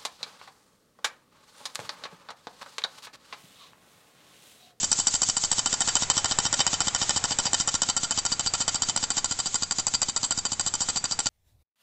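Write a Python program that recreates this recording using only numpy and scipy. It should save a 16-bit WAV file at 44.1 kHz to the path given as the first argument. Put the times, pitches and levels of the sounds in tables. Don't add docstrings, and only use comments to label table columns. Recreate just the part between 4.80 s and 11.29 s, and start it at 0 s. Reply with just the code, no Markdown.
import sys
import numpy as np
from scipy import signal
from scipy.fft import rfft, irfft
from scipy.io import wavfile
from scipy.ndimage import uniform_filter1d

SR = 44100
rng = np.random.default_rng(int(sys.argv[2]) if len(sys.argv) > 2 else 0)


def log_audio(samples):
    frames = np.atleast_2d(samples).T
    limited = np.clip(frames, -1, 1)
    pcm = np.round(limited * 32767).astype(np.int16)
    wavfile.write(sys.argv[1], SR, pcm)


N = 286209
TIME_S = np.arange(N) / SR
AGE_S = np.arange(SR // 8) / SR

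# f/Hz, level/dB
RUMBLE_SPECTRUM = [(15, 9.5), (35, -8), (60, -3.5), (90, -2), (140, -7), (250, -6), (500, -18.5),
                   (1500, -39)]
# f/Hz, level/dB
RUB_SPECTRUM = [(50, -7), (110, 7), (250, -2.5), (420, -3), (850, 2), (1400, -1.5), (2400, -2.5),
                (5000, -17)]
# f/Hz, level/dB
LEAK_SPECTRUM = [(300, -16), (900, -18), (2300, -13.5), (3400, -4), (4800, -3.5), (5800, -2.5), (6800, 2.5),
                 (7500, 3.5), (8300, -7)]
# t/s, nearness (0 back by the flywheel, 1 over the bearing block)
MIC_PATH = [(0, 0.6), (.5, 0.62), (1.2, 1), (2.4, 0.98), (3.2, 0.47), (4.2, 0.58), (4.8, 0.03),
            (6.49, 0.29)]
# t/s, treble re middle/dB
TREBLE_BEAM = [(0, 4.5), (.5, 5), (1.3, 0.5)]
# t/s, speed/(turns/s)
FLYWHEEL_SPEED = [(0.0, 6.208), (0.39, 6.805), (0.59, 6.602), (0.72, 7.0), (1.06, 6.725), (1.91, 7.28),
                  (2.13, 6.881), (2.55, 6.803), (2.91, 7.064), (3.03, 6.745), (3.18, 6.963), (4.4, 7.113),
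                  (4.64, 6.675), (4.77, 5.86), (5.21, 6.84), (5.97, 7.016), (6.09, 6.384), (6.48, 6.924)]
# stroke end t/s, boost/dB
BLOW_BY_STROKES = [(1.155, 4.5), (2.295, 7), (4.589, 5), (4.744, 10), (5.94, 2.5), (6.087, 11)]
# f/Hz, level/dB (before 1/t60 weight), t60/s, near gain/dB
PLATE_MODES = [(569.5, -9, 0.044, 0), (822, -5.5, 0.017, 0), (926, -4.5, 0.021, -3.5),
               (1093, -6, 0.0096, -5.5), (1393.6, 5, 0.045, -2.5), (1805, -6, 0.032, 2.5),
               (2002, -6, 0.04, -5), (2507, -5, 0.071, -5.5)]
# f/Hz, level/dB (before 1/t60 weight), t60/s, near gain/dB
BRASS_MODES = [(3055.5, -9, 0.045, 5), (3582, -18, .022, 2.5), (3781, -10, 0.049, 1),
               (4103, -11, 0.028, -3), (4630, 0, 0.072, -4.5), (4774, 1.5, .035, -17),
               (4920, -11.5, 0.019, 3.5), (5516, -20.5, 0.023, 8.5), (5640, -15, 0.014, 6),
               (5896, -6, 0.023, -11), (6420, -9.5, 0.053, -7), (7035, -1.5, 0.016, -7.5),
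               (7604, 1.5, 0.023, -4.5)]
# f/Hz, level/dB
PLATE_CRACK_SPECTRUM = [(100, -9.5), (420, -20), (800, 5), (1200, 3), (2200, -15.5), (3500, -19.5)]
# f/Hz, level/dB
BRASS_CRACK_SPECTRUM = [(1500, -18), (2400, -13), (3200, -10.5), (4500, -4), (6000, -0.5), (7500, -4),
                        (8300, 12.5), (16000, -14.5)]
# t/s, f/Hz (picks the two nearest brass modes), level/dB
SQUARE_REBOUNDS = [(0.129, 5950, -26), (.272, 5950, -29.5), (.499, 5950, -30.5), (1.378, 5600, -28),
                   (2.809, 5580, -30), (3.525, 4580, -26.5), (3.673, 4736, -29.5), (5.146, 4736, -26.5),
                   (6.321, 4736, -29)]
# t/s, boost/dB
HARD_HEAD_KNOCKS = [(.116, 1.5), (.27, 3.5), (.567, 1), (.715, 1), (1.155, 3.5), (1.3, 1.5), (2.588, 1.5),
                    (3.019, 4), (3.593, 2), (3.738, 1.8), (4.022, 3.5)]

START_TURNS, HEAD_END_TURNS, CRANK_END_TURNS = 0.2707, 0, 0.4635
KNOCK_FADE_DB_PER_S, REBOUND_FADE_DB_PER_S = -0.167, -0.3954
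LEAK_FADE_DB_PER_S, PUFF_FADE_DB_PER_S = -1.14, -0.29
KNOCK_SCATTER_DB, REBOUND_SCATTER_DB, LEAK_SCATTER_DB = 1.0, 1.74, 0.6
PLATE_FAR_DB, PLATE_NEAR_GAIN_DB = -12.5, 5


def undb(db):
    return 10 ** (np.asarray(db) / 20)


def unit(x, span_s=None):
    return x / np.sqrt(np.mean(x[:int(span_s * SR) if span_s else None] ** 2) + 1e-18)


def bin_gains(spectrum, size):
    hz, db = np.transpose(spectrum)
    bin_hz = np.fft.rfftfreq(size, 1 / SR)
    return undb(np.interp(np.log(bin_hz + 1), np.log(hz), db))


def noise(spectrum):
    return unit(irfft(rfft(rng.standard_normal(N)) * bin_gains(spectrum, N), N))


def nearness(t_s):
    return np.interp(t_s, *np.transpose(MIC_PATH))


def dead_centres(angle_turns):
    speed = np.interp(TIME_S, *np.transpose(FLYWHEEL_SPEED))
    turns = START_TURNS + np.cumsum(speed) / SR - angle_turns
    return TIME_S[1:][np.diff(np.floor(turns)) > 0]


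def boosts_db(times_s, table):
    out = np.zeros(len(times_s))
    for t_s, db in table:
        out[np.argmin(np.abs(times_s - t_s))] += db
    return out


def add(out, t_s, sound):
    start = max(int(t_s * SR), 0)
    out[start:start + len(sound)] += sound[:max(N - start, 0)]


def workshop(hum_hz=89.4):
    rumble = noise(RUMBLE_SPECTRUM)
    hum = unit(np.sin(2 * np.pi * (hum_hz * TIME_S + rng.random())))
    return undb(-49.5) * rumble + undb(-58.5) * hum


def reflections(x, wet_db, t60_s):
    t_s = np.arange(SR // 2) / SR
    tail = rng.standard_normal(len(t_s)) * np.exp(-np.log(1000) * t_s / t60_s) * (t_s > 0.004)
    return x + undb(wet_db) * signal.fftconvolve(x, tail / np.linalg.norm(tail))[:N]


def cylinder_beam(x, split_hz):
    treble = signal.sosfiltfilt(signal.butter(4, split_hz, "high", fs=SR, output="sos"), x)
    lift = undb(np.interp(TIME_S, *np.transpose(TREBLE_BEAM)) / 2)
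    return treble * lift + (x - treble) / lift


def bearing_rub():
    return undb(-51.0 + 9.2 * nearness(TIME_S)) * noise(RUB_SPECTRUM)


def piston_leak(head_db, crank_db, near_gain_db, sag_db, empty_share):
    head_s = dead_centres(HEAD_END_TURNS)
    ends_s = np.sort(np.concatenate([head_s, dead_centres(CRANK_END_TURNS)]))
    peak_db = np.where(np.isin(ends_s, head_s), head_db, crank_db)
    peak_db += LEAK_FADE_DB_PER_S * ends_s + near_gain_db * nearness(ends_s)
    peak_db += boosts_db(ends_s, BLOW_BY_STROKES) + LEAK_SCATTER_DB * rng.standard_normal(len(ends_s))
    hold_edges_s = np.ravel([ends_s - 0.025, ends_s + 0.011], order="F")
    held_db = np.interp(TIME_S, hold_edges_s, np.repeat(peak_db, 2))
    stroke_share = np.interp(TIME_S, ends_s, np.arange(len(ends_s))) % 1
    emptied = np.interp(stroke_share, [0, empty_share, 1], [0, 1, 0])
    return undb(held_db + sag_db * emptied) * noise(LEAK_SPECTRUM)


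def port_puff(t_s, base_db, delay_s, width_s):
    jitter_s, scatter_db = rng.normal(0, [0.00044, 0.72])
    widths = (AGE_S - delay_s - jitter_s) / width_s
    level_db = base_db + PUFF_FADE_DB_PER_S * t_s + 3.8 * nearness(t_s) + scatter_db
    return undb(level_db) * np.exp(-widths ** 2 / 2) * np.sin(1.425 * widths + 0.7)


def ring(modes, near, scatter_db, detune):
    hz, db, t60_s, near_gain_db = np.transpose(modes)[:, :, None]
    size, shift, phase = rng.standard_normal((3, len(modes), 1))
    waves = np.cos(2 * np.pi * hz * (1 + detune * shift) * AGE_S + phase)
    decay = np.exp(-np.log(1000) * AGE_S / t60_s)
    gain = undb(db + near * near_gain_db + scatter_db * size) / t60_s
    return np.sum(gain * waves * decay, axis=0)


def clinks():
    out = np.zeros(N)
    for t_s, hz, db in SQUARE_REBOUNDS:
        pair = sorted(BRASS_MODES, key=lambda mode: abs(mode[0] - hz))[:2]
        ringing = ring(pair, nearness(t_s), scatter_db=0.5, detune=0.001)
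        add(out, t_s, undb(db) * unit(ringing, span_s=0.029))
    return out


def crack(spectrum, size=512):
    cepstrum = irfft(np.log(bin_gains(spectrum, size)))
    cepstrum[1:size // 2] *= 2
    cepstrum[size // 2 + 1:] = 0
    pulse = irfft(np.exp(rfft(cepstrum)))
    return np.pad(pulse, (0, len(AGE_S) - size))


def struck_part(force, modes, crack_spectrum, near, crack_db, detune):
    ringing = ring(modes, near, scatter_db=1.52, detune=detune)
    response = unit(ringing) + undb(crack_db) * unit(crack(crack_spectrum))
    return unit(signal.fftconvolve(force, response)[:len(AGE_S)], span_s=0.009)


def contact(blow_db, rise_s, fall_s, spread_db):
    impacts, size = rng.standard_normal((2, len(AGE_S)))
    envelope = (1 - np.exp(-AGE_S / rise_s)) * np.exp(-(AGE_S / fall_s) ** 1.16)
    chatter = impacts * undb(spread_db * size) * envelope
    blow = rng.standard_normal(len(AGE_S)) * np.exp(-AGE_S / 0.00035)
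    return unit(chatter) + undb(blow_db) * unit(blow)


def whiten(force, span_hz):
    size = 2 * len(force)
    spectrum = rfft(force, size)
    power = uniform_filter1d(np.abs(spectrum) ** 2, int(span_hz * size / SR))
    return irfft(spectrum / np.sqrt(np.abs(power) + 1e-18))[:len(force)]


def clack(t_s, force, brass_db, plate_rel_db):
    force, near = whiten(force, span_hz=295), nearness(t_s)
    brass = struck_part(force, BRASS_MODES, BRASS_CRACK_SPECTRUM, near, crack_db=-10.5, detune=0.0019)
    plate = struck_part(force, PLATE_MODES, PLATE_CRACK_SPECTRUM, near, crack_db=-5, detune=0.0042)
    return undb(brass_db) * (brass + undb(plate_rel_db) * plate)


def pin_tick(db, hz, rise_s):
    envelope = (AGE_S / rise_s) ** 2 * np.exp(2 * (1 - AGE_S / rise_s))
    pitch_hz = hz * rng.normal(1, 0.038)
    return undb(db) * envelope * np.sin(2 * np.pi * (pitch_hz * AGE_S + rng.random()))


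def strokes(times_s, knock_base_db, rebound_base_db):
    knock, rebound = rng.standard_normal((len(times_s), 2)).T
    knock_db = knock_base_db + KNOCK_FADE_DB_PER_S * times_s + KNOCK_SCATTER_DB * knock
    rebound_db = rebound_base_db + REBOUND_FADE_DB_PER_S * times_s + REBOUND_SCATTER_DB * rebound
    plate_rel_db = PLATE_FAR_DB + PLATE_NEAR_GAIN_DB * nearness(times_s)
    return np.transpose([times_s, knock_db, rebound_db, plate_rel_db])


def crank_end_knocks(plate_trim_db=-1.33):
    out = np.zeros(N)
    rows = strokes(dead_centres(CRANK_END_TURNS), knock_base_db=-23.0, rebound_base_db=-21.0)
    for t_s, knock_db, rebound_db, plate_rel_db in rows:
        knock = contact(blow_db=-6, rise_s=0.0006, fall_s=0.0033, spread_db=5)
        add(out, t_s, clack(t_s, knock, knock_db, plate_rel_db + plate_trim_db))
        rebound_s = t_s + rng.normal(0.0098, 0.0005)
        chatter_s = 0.0065 * rng.lognormal(sigma=0.49)
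        rebound = contact(blow_db=-6, rise_s=0.0006, fall_s=chatter_s, spread_db=6)
        add(out, rebound_s, clack(rebound_s, rebound, rebound_db, plate_rel_db + plate_trim_db))
        add(out, t_s, port_puff(t_s, base_db=-27.1, delay_s=0.004, width_s=0.0013))
    return out


def head_end_knocks():
    out, times_s = np.zeros(N), dead_centres(HEAD_END_TURNS)
    rows = strokes(times_s, knock_base_db=-22.5, rebound_base_db=-22.5)
    hard_boosts_db = boosts_db(times_s, HARD_HEAD_KNOCKS)
    for (t_s, knock_db, rebound_db, plate_rel_db), hard_db in zip(rows, hard_boosts_db):
        brass_db = knock_db + hard_db
        add(out, t_s, pin_tick(db=brass_db + 9.5 + 3.6 * nearness(t_s), hz=7390, rise_s=0.0006))
        knock = contact(blow_db=-1.0, rise_s=0.00033, fall_s=0.006, spread_db=7)
        add(out, t_s, clack(t_s, knock, brass_db, plate_rel_db + 2.6 - hard_db))
        rebound_s = t_s + rng.normal(0.0113, 0.0007)
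        rebound = contact(blow_db=-7.5, rise_s=0.00096, fall_s=0.0037, spread_db=6.5)
        add(out, rebound_s, clack(t_s, rebound, rebound_db, plate_rel_db))
        add(out, t_s, port_puff(t_s, base_db=-29.5, delay_s=0.0042, width_s=0.0012))
    return out


def scene():
    rub = bearing_rub()
    leak = piston_leak(head_db=-37.0, crank_db=-29.0, near_gain_db=3.1, sag_db=-7.5, empty_share=0.25)
    engine = head_end_knocks() + crank_end_knocks() + clinks() + leak + rub
    beamed = cylinder_beam(engine, split_hz=4960)
    return (reflections(beamed, wet_db=-17.0, t60_s=0.4) + workshop())[None]


def record(dry):
    cutoff_hz = 8150
    return signal.sosfilt(signal.ellip(8, 0.3, 51, cutoff_hz, fs=SR, output="sos"), dry)


dry = scene()
out = record(dry)
log_audio(out)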